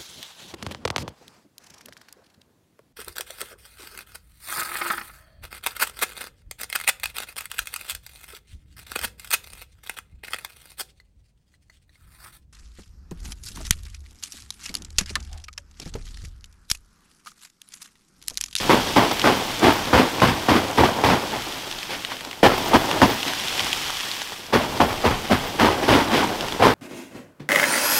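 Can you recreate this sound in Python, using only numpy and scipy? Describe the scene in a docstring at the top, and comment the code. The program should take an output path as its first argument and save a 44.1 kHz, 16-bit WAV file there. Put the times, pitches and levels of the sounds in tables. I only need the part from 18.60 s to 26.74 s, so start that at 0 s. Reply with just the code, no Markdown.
"""Slaps on a snowy tent roof

A hand slaps the roof of a heavy tent from inside, outdoors in winter, near the microphone. Each blow
cracks and flaps the frozen fabric: smacks and bursts of snaps, filtered by sheet, creases and air.
Snow patters and slides as filtered impulse trains; lumps land as damped sines with puffs of noise.
A thin high mode tinkles, and a light wind rumbles as low-passed noise.
"""
import sys
import numpy as np
from scipy import signal
from scipy.io import wavfile
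from scipy.ndimage import uniform_filter1d

SR = 44100
rng = np.random.default_rng(int(sys.argv[2]) if len(sys.argv) > 2 else 0)


def unload_wav(signal):
    """Save mono or channel-first audio to the path in sys.argv[1] as 16-bit WAV at rate SR, clipped to [-1, 1]."""
    wavfile.write(
        sys.argv[1],
        SR,
        np.round(np.clip(np.atleast_2d(signal).T, -1, 1) * 32767).astype(np.int16),
    )


N = 358974

# Blows of the hand: (time [s], level [dB], crack [dB], push [dB], smack [dB], rise [s], hold [s],
# 60 dB fade [s]); crack, push and smack are relative to the level
BLOWS = [(0.092, -6, -13.5, -24, 6, .0044, 0.031, 0.33), (0.357, -5, -14.5, -23.5, 13, 0.0069, 0.016, .085),
         (0.639, -6, -14, -26, 8, 0.0026, 0.03, 0.44), (1.011, -6.5, -13, -23, -8, 0.028, 0.043, 0.38),
         (1.328, -6, -14.5, -17.5, 4, 0.003, 0.031, 0.22), (1.613, -5.5, -14.5, -18, 10, .007, .015, 0.39),
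         (1.882, -6, -14, -22.5, 7, 0.0045, 0.016, 0.45), (2.173, -7, -14.5, -15, 8, 0.0032, 0.033, .21),
         (2.434, -9, -10.5, -17.5, 11, 0.0046, 0.022, 0.4), (3.828, -3.5, -13, -23, 6, 0.0028, .035, 0.13),
         (4.132, -3.5, -14, -17, -6, 0.0022, 0.014, 0.088),
         (4.415, -2.5, -15, -19, 13, 0.0029, 0.017, 0.17), (5.924, -7, -13, -21.5, -7, 0.0055, 0.024, 0.25),
         (6.198, -5, -16, -17, 6, 0.0061, 0.0092, 0.22), (6.43, -8, -13.5, -14, -6, 0.022, 0.019, 0.15),
         (6.694, -6.5, -14, -20.5, 1, .021, 0.011, 0.23), (6.986, -7.5, -14, -21, 15, 0.013, .064, 0.29),
         (7.22, -18.5, -8, -24, 7, 0.007, 0.016, .31), (7.276, -8, -11, -18, -1, 0.0086, 0.066, 0.27),
         (7.49, -10.5, -10, -25, 3, 0.052, 0.037, 0.27), (7.99, -14, -15.5, -12, 0, 0.0084, 0.023, 0.25),
         (8.02, -5.5, -14.5, -23.5, 8, 0.004, 0.045, 0.3)]
# Spectrum of hissing snow and bursting crumbs: (frequency [Hz], relative level [dB])
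HISS_SPECTRUM = [(700, -0.5), (1400, -0.5), (2500, 2), (3300, 5.5), (4000, 0), (5500, -1), (7000, -8),
                 (9500, -14), (13000, -16)]


def slaps():
    """Impact excitation: a smack, then random snaps, drive the resonances of sheet, creases and air."""
    # Spectra of the stiff sheet, the cracking creases and the pushed air:
    # (frequency [Hz], relative level [dB])
    sheet_spectrum = [(90, -18.5), (160, -5), (250, 5), (570, -1), (910, 2), (1300, -5.5), (2000, -16),
                      (4000, -40)]
    crack_spectrum = [(700, -40), (1500, -2.5), (2200, -0.5), (2700, -2.5), (3250, -1.5), (3800, -7),
                      (5000, -8.5), (7100, -19.5), (13600, -24.5), (15800, -30)]
    push_spectrum = [(25, -7), (45, -8), (80, 0), (125, 0.5), (170, -18), (300, -17)]
    t = np.arange(N) / SR
    power, smacks = np.zeros((3, N)), np.zeros(N)
    for s, db, crack_db, push_db, smack_db, rise, hold, t60 in strokes():
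        span = slice(round(s * SR), round((s + 1) * SR))
        age = t[span] - s
        smacks[round((s + rise) * SR)] = -amp(db + smack_db)  # full contact at the end of the rise
        # a hard smack sets off more intense snaps at first
        sting = 1 + amp(smack_db - 18.5) * np.exp(-age / 0.0051)
        # sheet, crack, push: (level [dB], added rise [s], fade time factor)
        layers = [(-7.0, 0, 1), (crack_db - 5.5, 0.006, 1.1), (push_db + 0.5, 0.004, 1.4)]
        for k, (layer_db, lag, slower) in enumerate(layers):
            fade_db = -60 * np.maximum(age - rise - hold, 0) / (t60 * slower)
            onset = np.clip(age / (rise + lag), 0, 1)
            power[k, span] += (onset * sting * amp(db + layer_db + fade_db)) ** 2
    sheet, crack, push = np.sqrt(power)
    # sheet and air share the same snaps; the creases add finer ones
    snaps = steadied(patter(per_s=2500, spread_db=1.0), seconds=0.014)
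    creases = crack * (0.69 * snaps + 1.29 * patter(per_s=14000, spread_db=-1.0))
    sheet_sound = colour(sheet * wrinkled(snaps, depth_db=3.0) + smacks, sheet_spectrum)
    air_sound = colour(push * snaps, push_spectrum)
    crack_sound = colour(creases + amp(-7.5) * smacks, crack_spectrum)
    return sheet_sound + air_sound + crack_sound


def strokes():
    """Forced and free motion: the blows, the sheet's rebounds and its rustles, all in the columns of BLOWS."""
    # The sheet flaps back after a blow: (time [s], level [dB], hold [s], 60 dB fade [s])
    rebound_rows = [(0.361, -10, 0.053, 0.36), (0.501, -18, 0.0092, 0.1), (1.368, -6, 0.018, 0.32),
                    (1.664, -12.5, .025, 0.16), (1.947, -11.5, 0.012, 0.19), (2.226, -7, 0.017, .27),
                    (2.479, -10, 0.048, 0.16), (2.717, -22, 0.038, 0.24), (3.887, -13, 0.032, 0.26),
                    (4.147, -5, .0091, 0.047), (4.185, -22.5, 0.031, 0.3), (4.485, -15.5, 0.016, 0.27),
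                    (5.992, -19.5, 0.038, 0.15), (6.162, -20.5, 0.0043, 0.033), (6.282, -19.5, 0.03, 0.19),
                    (6.494, -15.5, .011, 0.34), (6.784, -25, 0.06, 0.36), (7.093, -17, .028, 0.14),
                    (7.372, -11.5, 0.029, .18), (7.593, -15, 0.043, .17), (8.066, -12.5, 0.02, .27)]
    # Bright rustles of the fabric: (time [s], level [dB], hold [s])
    rustle_rows = [(3.283, -26.5, 0.046), (3.49, -29, 0.02), (4.651, -24.5, 0.035), (7.862, -30, .01)]
    movements = list(BLOWS)
    for s, db, hold, t60 in rebound_rows:
        crack_db = -16.5 - 0.25 * db  # softer rebounds sound brighter
        push_db = -41.5 - db  # the same push whatever the level
        movements.append((s, db, crack_db, push_db, 3, 0.0098, hold, t60))
    for s, db, hold in rustle_rows:
        movements.append((s, db, -2.8, -33, 0, 0.017, hold, 0.16))
    return movements


def wrinkled(x, depth_db):
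    """Time-varying resonance: slack fabric changes shape, so its response varies in small patches."""
    z = signal.stft(x, nperseg=1024, noverlap=768)[2]
    noise = rng.standard_normal(z.T.shape)  # (time frame, frequency bin)
    over_time = uniform_filter1d(noise, size=5, axis=0)
    patches = evened(uniform_filter1d(over_time, size=3, axis=1)).T
    gain = amp(depth_db * patches)
    gain = gain / np.sqrt(np.mean(gain ** 2))
    return signal.istft(z * gain, nperseg=1024, noverlap=768)[1][:N]


def lumps():
    """Damped oscillation: each lump dents the sheet with a short ring and bursts into a puff of crumbs."""
    # Landings: (time [s], ring level [dB], pitch [Hz], crumbs relative to the ring level [dB])
    landings = [(0.257, -20, 3000, -8), (0.514, -9, 991, -8.5), (0.596, -13, 3490, -4),
                (0.617, -7, 3080, -12), (1.602, -6.5, 2500, -13), (2.821, -18, 2470, -8),
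                (2.924, -14, 3350, -13), (3.113, -9, 2840, -15), (3.126, -13, 3430, -14),
                (3.187, -18, 3280, -8), (3.23, -10.5, 2430, -13), (3.449, -5, 3080, -17),
                (3.519, -10, 960, -21), (3.568, -20, 2990, -7), (3.608, -22, 3490, -4),
                (3.649, -17.5, 875, -8), (3.712, -13, 2820, -14), (3.73, -15, 2070, -16),
                (3.755, -23, 3390, -16), (3.98, -10, 980, -10), (4.313, -1, 890, -16),
                (4.63, -7, 2910, -12), (4.68, -14, 830, -4.5), (4.735, -8.5, 1700, -12),
                (4.883, -6.5, 3750, -17), (4.978, -9.5, 2840, -10), (4.995, -4, 3180, -13),
                (5.004, -10, 915, -7), (5.068, -9, 960, -17), (5.13, -9.5, 3080, -4.5),
                (5.303, -9, 890, -10), (5.37, -12, 3220, -10), (5.407, -13.5, 3360, -9),
                (5.515, -7.5, 3710, -18), (5.618, -14, 776, -9), (5.721, -13, 850, -16),
                (6.329, -14, 851, -8.5), (7.809, -6.5, 2980, -14), (7.884, -13, 900, -9),
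                (7.923, -14, 835, -5.5)]
    rings, puffs = np.zeros(N + SR), np.zeros(N + SR)
    t = np.arange(600) / SR
    crumbs = rng.standard_normal((len(landings), len(t)))
    for (s, db, hz, puff_db), puff in zip(landings, crumbs):
        cycles = 1.64 * (hz / 3000) ** 0.5  # low-pitched lumps die out in fewer cycles
        envelope = (1 - np.exp(-t * hz / 0.45)) * np.exp(-t * hz / cycles)
        start = round(s * SR)
        rings[start:][:len(t)] += -amp(db) * np.sin(2 * np.pi * hz * t) * envelope
        puffs[start:][:len(t)] += amp(db + puff_db) * puff * np.exp(-t / 0.0027)
    return rings[:N] + colour(puffs, HISS_SPECTRUM)


def slide():
    """Granular friction: snow hisses in spurts, crumbs tick, powder sprays and the sheet drums."""
    # Sliding snow: (time [s], hiss level [dB], drumming level [dB])
    slide_levels = [(0.0, -29, -28.5), (0.6, -30, -32), (1.2, -31, -31.5), (2.3, -34, -29.5),
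                    (2.55, -33.5, -27), (2.81, -33.5, -36), (3.42, -37, -41.5), (3.84, -42.5, -43.5),
                    (3.97, -30, -28.5), (4.35, -30.5, -26), (4.71, -30.5, -38.5), (5.08, -27.5, -34.5),
                    (5.3, -30, -41), (5.53, -30.5, -43.5), (5.93, -41.5, -42.5), (6.05, -34.5, -32),
                    (6.94, -35, -34), (7.35, -33, -25), (7.84, -34, -31), (8.14, -38, -40)]
    # Spectra of drumming, sliding powder and thrown powder: (frequency [Hz], relative level [dB])
    drum_spectrum = [(60, -2.5), (150, -2), (300, 3.5), (500, 0.5), (900, 1.5), (1300, -6), (2500, -14.5)]
    dust_spectrum = [(5000, -20), (7500, 2.5), (11000, -0.5), (13300, 2.5), (15800, -4)]
    spray_spectrum = [(5000, -20), (8000, -2), (11000, 4), (13300, 6.5), (15800, 1)]
    hiss_db = curve(slide_levels, axis=1)
    flow = amp(hiss_db)
    spurts = flow * flutter(seconds=0.012, depth_db=0.5)
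    hiss = colour(spurts * patter(per_s=16000, spread_db=2.0), HISS_SPECTRUM)
    drumming = amp(curve(slide_levels, axis=2)) * flutter(seconds=0.035, depth_db=2.0)
    drum = colour(drumming * patter(per_s=3000, spread_db=1.0), drum_spectrum)
    fine = amp(-43.5 + 0.8 * (hiss_db + 29.5))  # powder follows the hiss by 0.8 dB per dB
    specks = patter(per_s=18000, spread_db=2.0)
    thrown = np.sqrt(after_blows(db=-35, delay=0.044, t60=0.6))
    # the specks in reverse order serve for the thrown powder
    powder = colour(fine * specks, dust_spectrum) + colour(thrown * specks[::-1], spray_spectrum)
    return hiss + powder + amp(-10.0) * flow * grains() + drum


def grains():
    """Short resonances: icy crumbs tick for a few cycles at twelve pitches."""
    t, out = np.arange(300) / SR, np.zeros(N)
    for hz in np.geomspace(1300, 7000, 12):
        tick = np.sin(2 * np.pi * hz * t) * np.exp(-t * hz / 1.45)
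        tick = tick / np.linalg.norm(tick)
        out += signal.oaconvolve(patter(per_s=40, spread_db=3.0), tick)[:N]
    return evened(out)


def tinkle():
    """Lightly damped resonance: sparse taps, stronger after each blow, ring one very high mode."""
    # The mode: (frequency [Hz], bandwidth [Hz])
    hz, width = (14700, 60)
    t = np.arange(2000) / SR
    ring = np.sin(2 * np.pi * hz * t) * np.exp(-np.pi * width * t)
    rest_power = amp(-74.0) ** 2
    shaken = np.sqrt(rest_power + after_blows(db=-51.0, delay=0.13, t60=2.0))
    taps = shaken * flutter(seconds=0.13, depth_db=7.0) * patter(per_s=160, spread_db=1.0)
    return signal.oaconvolve(taps, ring / np.linalg.norm(ring))[:N]


def wind():
    """Turbulent pressure: low-frequency noise swells and sinks at the microphone."""
    # Wind: (time [s], level [dB])
    wind_levels = [(0.0, -38), (1.16, -47), (2.45, -53), (2.79, -47), (3.74, -57), (3.99, -39), (4.71, -52),
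                   (5.17, -45), (5.67, -62), (6.1, -44), (6.51, -37), (6.71, -41), (8.14, -46)]
    # Spectrum of the rumble: (frequency [Hz], relative level [dB])
    gust_spectrum = [(12, -20), (28, -9), (60, -19), (150, -16), (400, -40)]
    return colour(amp(curve(wind_levels, axis=1)) * rng.standard_normal(N), gust_spectrum)


def after_blows(db, delay, t60):
    """Superposed decays: power each blow sets off, swelling over the delay [s] as it fades by 60 dB in t60 [s]."""
    t, power = np.arange(N) / SR, np.zeros(N)
    for s, blow_db, *_ in BLOWS:
        age = np.maximum(t - s, 0)
        swell = np.minimum(age / delay, 1)
        power += (swell * amp(db + blow_db - 60 * age / t60)) ** 2
    return power


def patter(per_s, spread_db):
    """Shot noise: a random train of tiny impacts at rms 1; a positive spread makes a few stand out."""
    struck = rng.random(N) < per_s / SR
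    size = np.minimum(rng.exponential(1, N), 5)
    return evened(rng.standard_normal(N) * amp(spread_db * size) * struck)


def flutter(seconds, depth_db):
    """Random amplitude modulation: a gain throbs irregularly with smoothed noise."""
    return amp(depth_db * evened(uniform_filter1d(rng.standard_normal(N), round(seconds * SR))))


def steadied(x, seconds):
    """Power normalisation: keeps the grain of x but evens its power over short spans."""
    return x / np.sqrt(uniform_filter1d(x ** 2, round(seconds * SR)) + 1e-3)


def colour(x, points, size=8192):
    """Minimum-phase filtering: shapes x to a spectrum, keeping white noise at its rms."""
    hz, db = np.transpose(points)
    log_f = np.log(np.abs(np.fft.fftfreq(size, 1 / SR)) + 1)
    log_gain = np.log(amp(np.interp(log_f, np.log(hz + 1), db, left=-60, right=-70)))
    # the Hilbert transform of the log gain gives the phase of a causal response
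    taps = np.fft.ifft(np.exp(np.conj(signal.hilbert(log_gain)))).real[:size // 2]
    return signal.oaconvolve(x, taps / np.linalg.norm(taps))[:N]


def curve(rows, axis):
    """Linear interpolation: one column of a table, joined over time."""
    table = np.transpose(rows)
    return np.interp(np.arange(N) / SR, table[0], table[axis])


def evened(x):
    """Root-mean-square normalisation: scales x to rms 1."""
    return x / np.sqrt(np.mean(x ** 2) + 1e-20)


def amp(db):
    """Logarithmic level: decibels to amplitude gain."""
    return 10 ** (np.asarray(db) / 20)


def scene():
    """Superposition: all sources add in the open air, with no reflections."""
    return (slaps() + lumps() + slide() + tinkle() + wind())[None]


def record(dry):
    """Saturation and band limit: peaks beyond full scale flatten, then a low-pass trims the top."""
    flattened = np.clip(dry, -1, 1)
    edge_hz = 15790
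    low_pass = signal.firwin(1023, edge_hz, window=("kaiser", 10), fs=SR)
    return signal.oaconvolve(flattened, low_pass[None], "same")


dry = scene()
out = record(dry)
unload_wav(out)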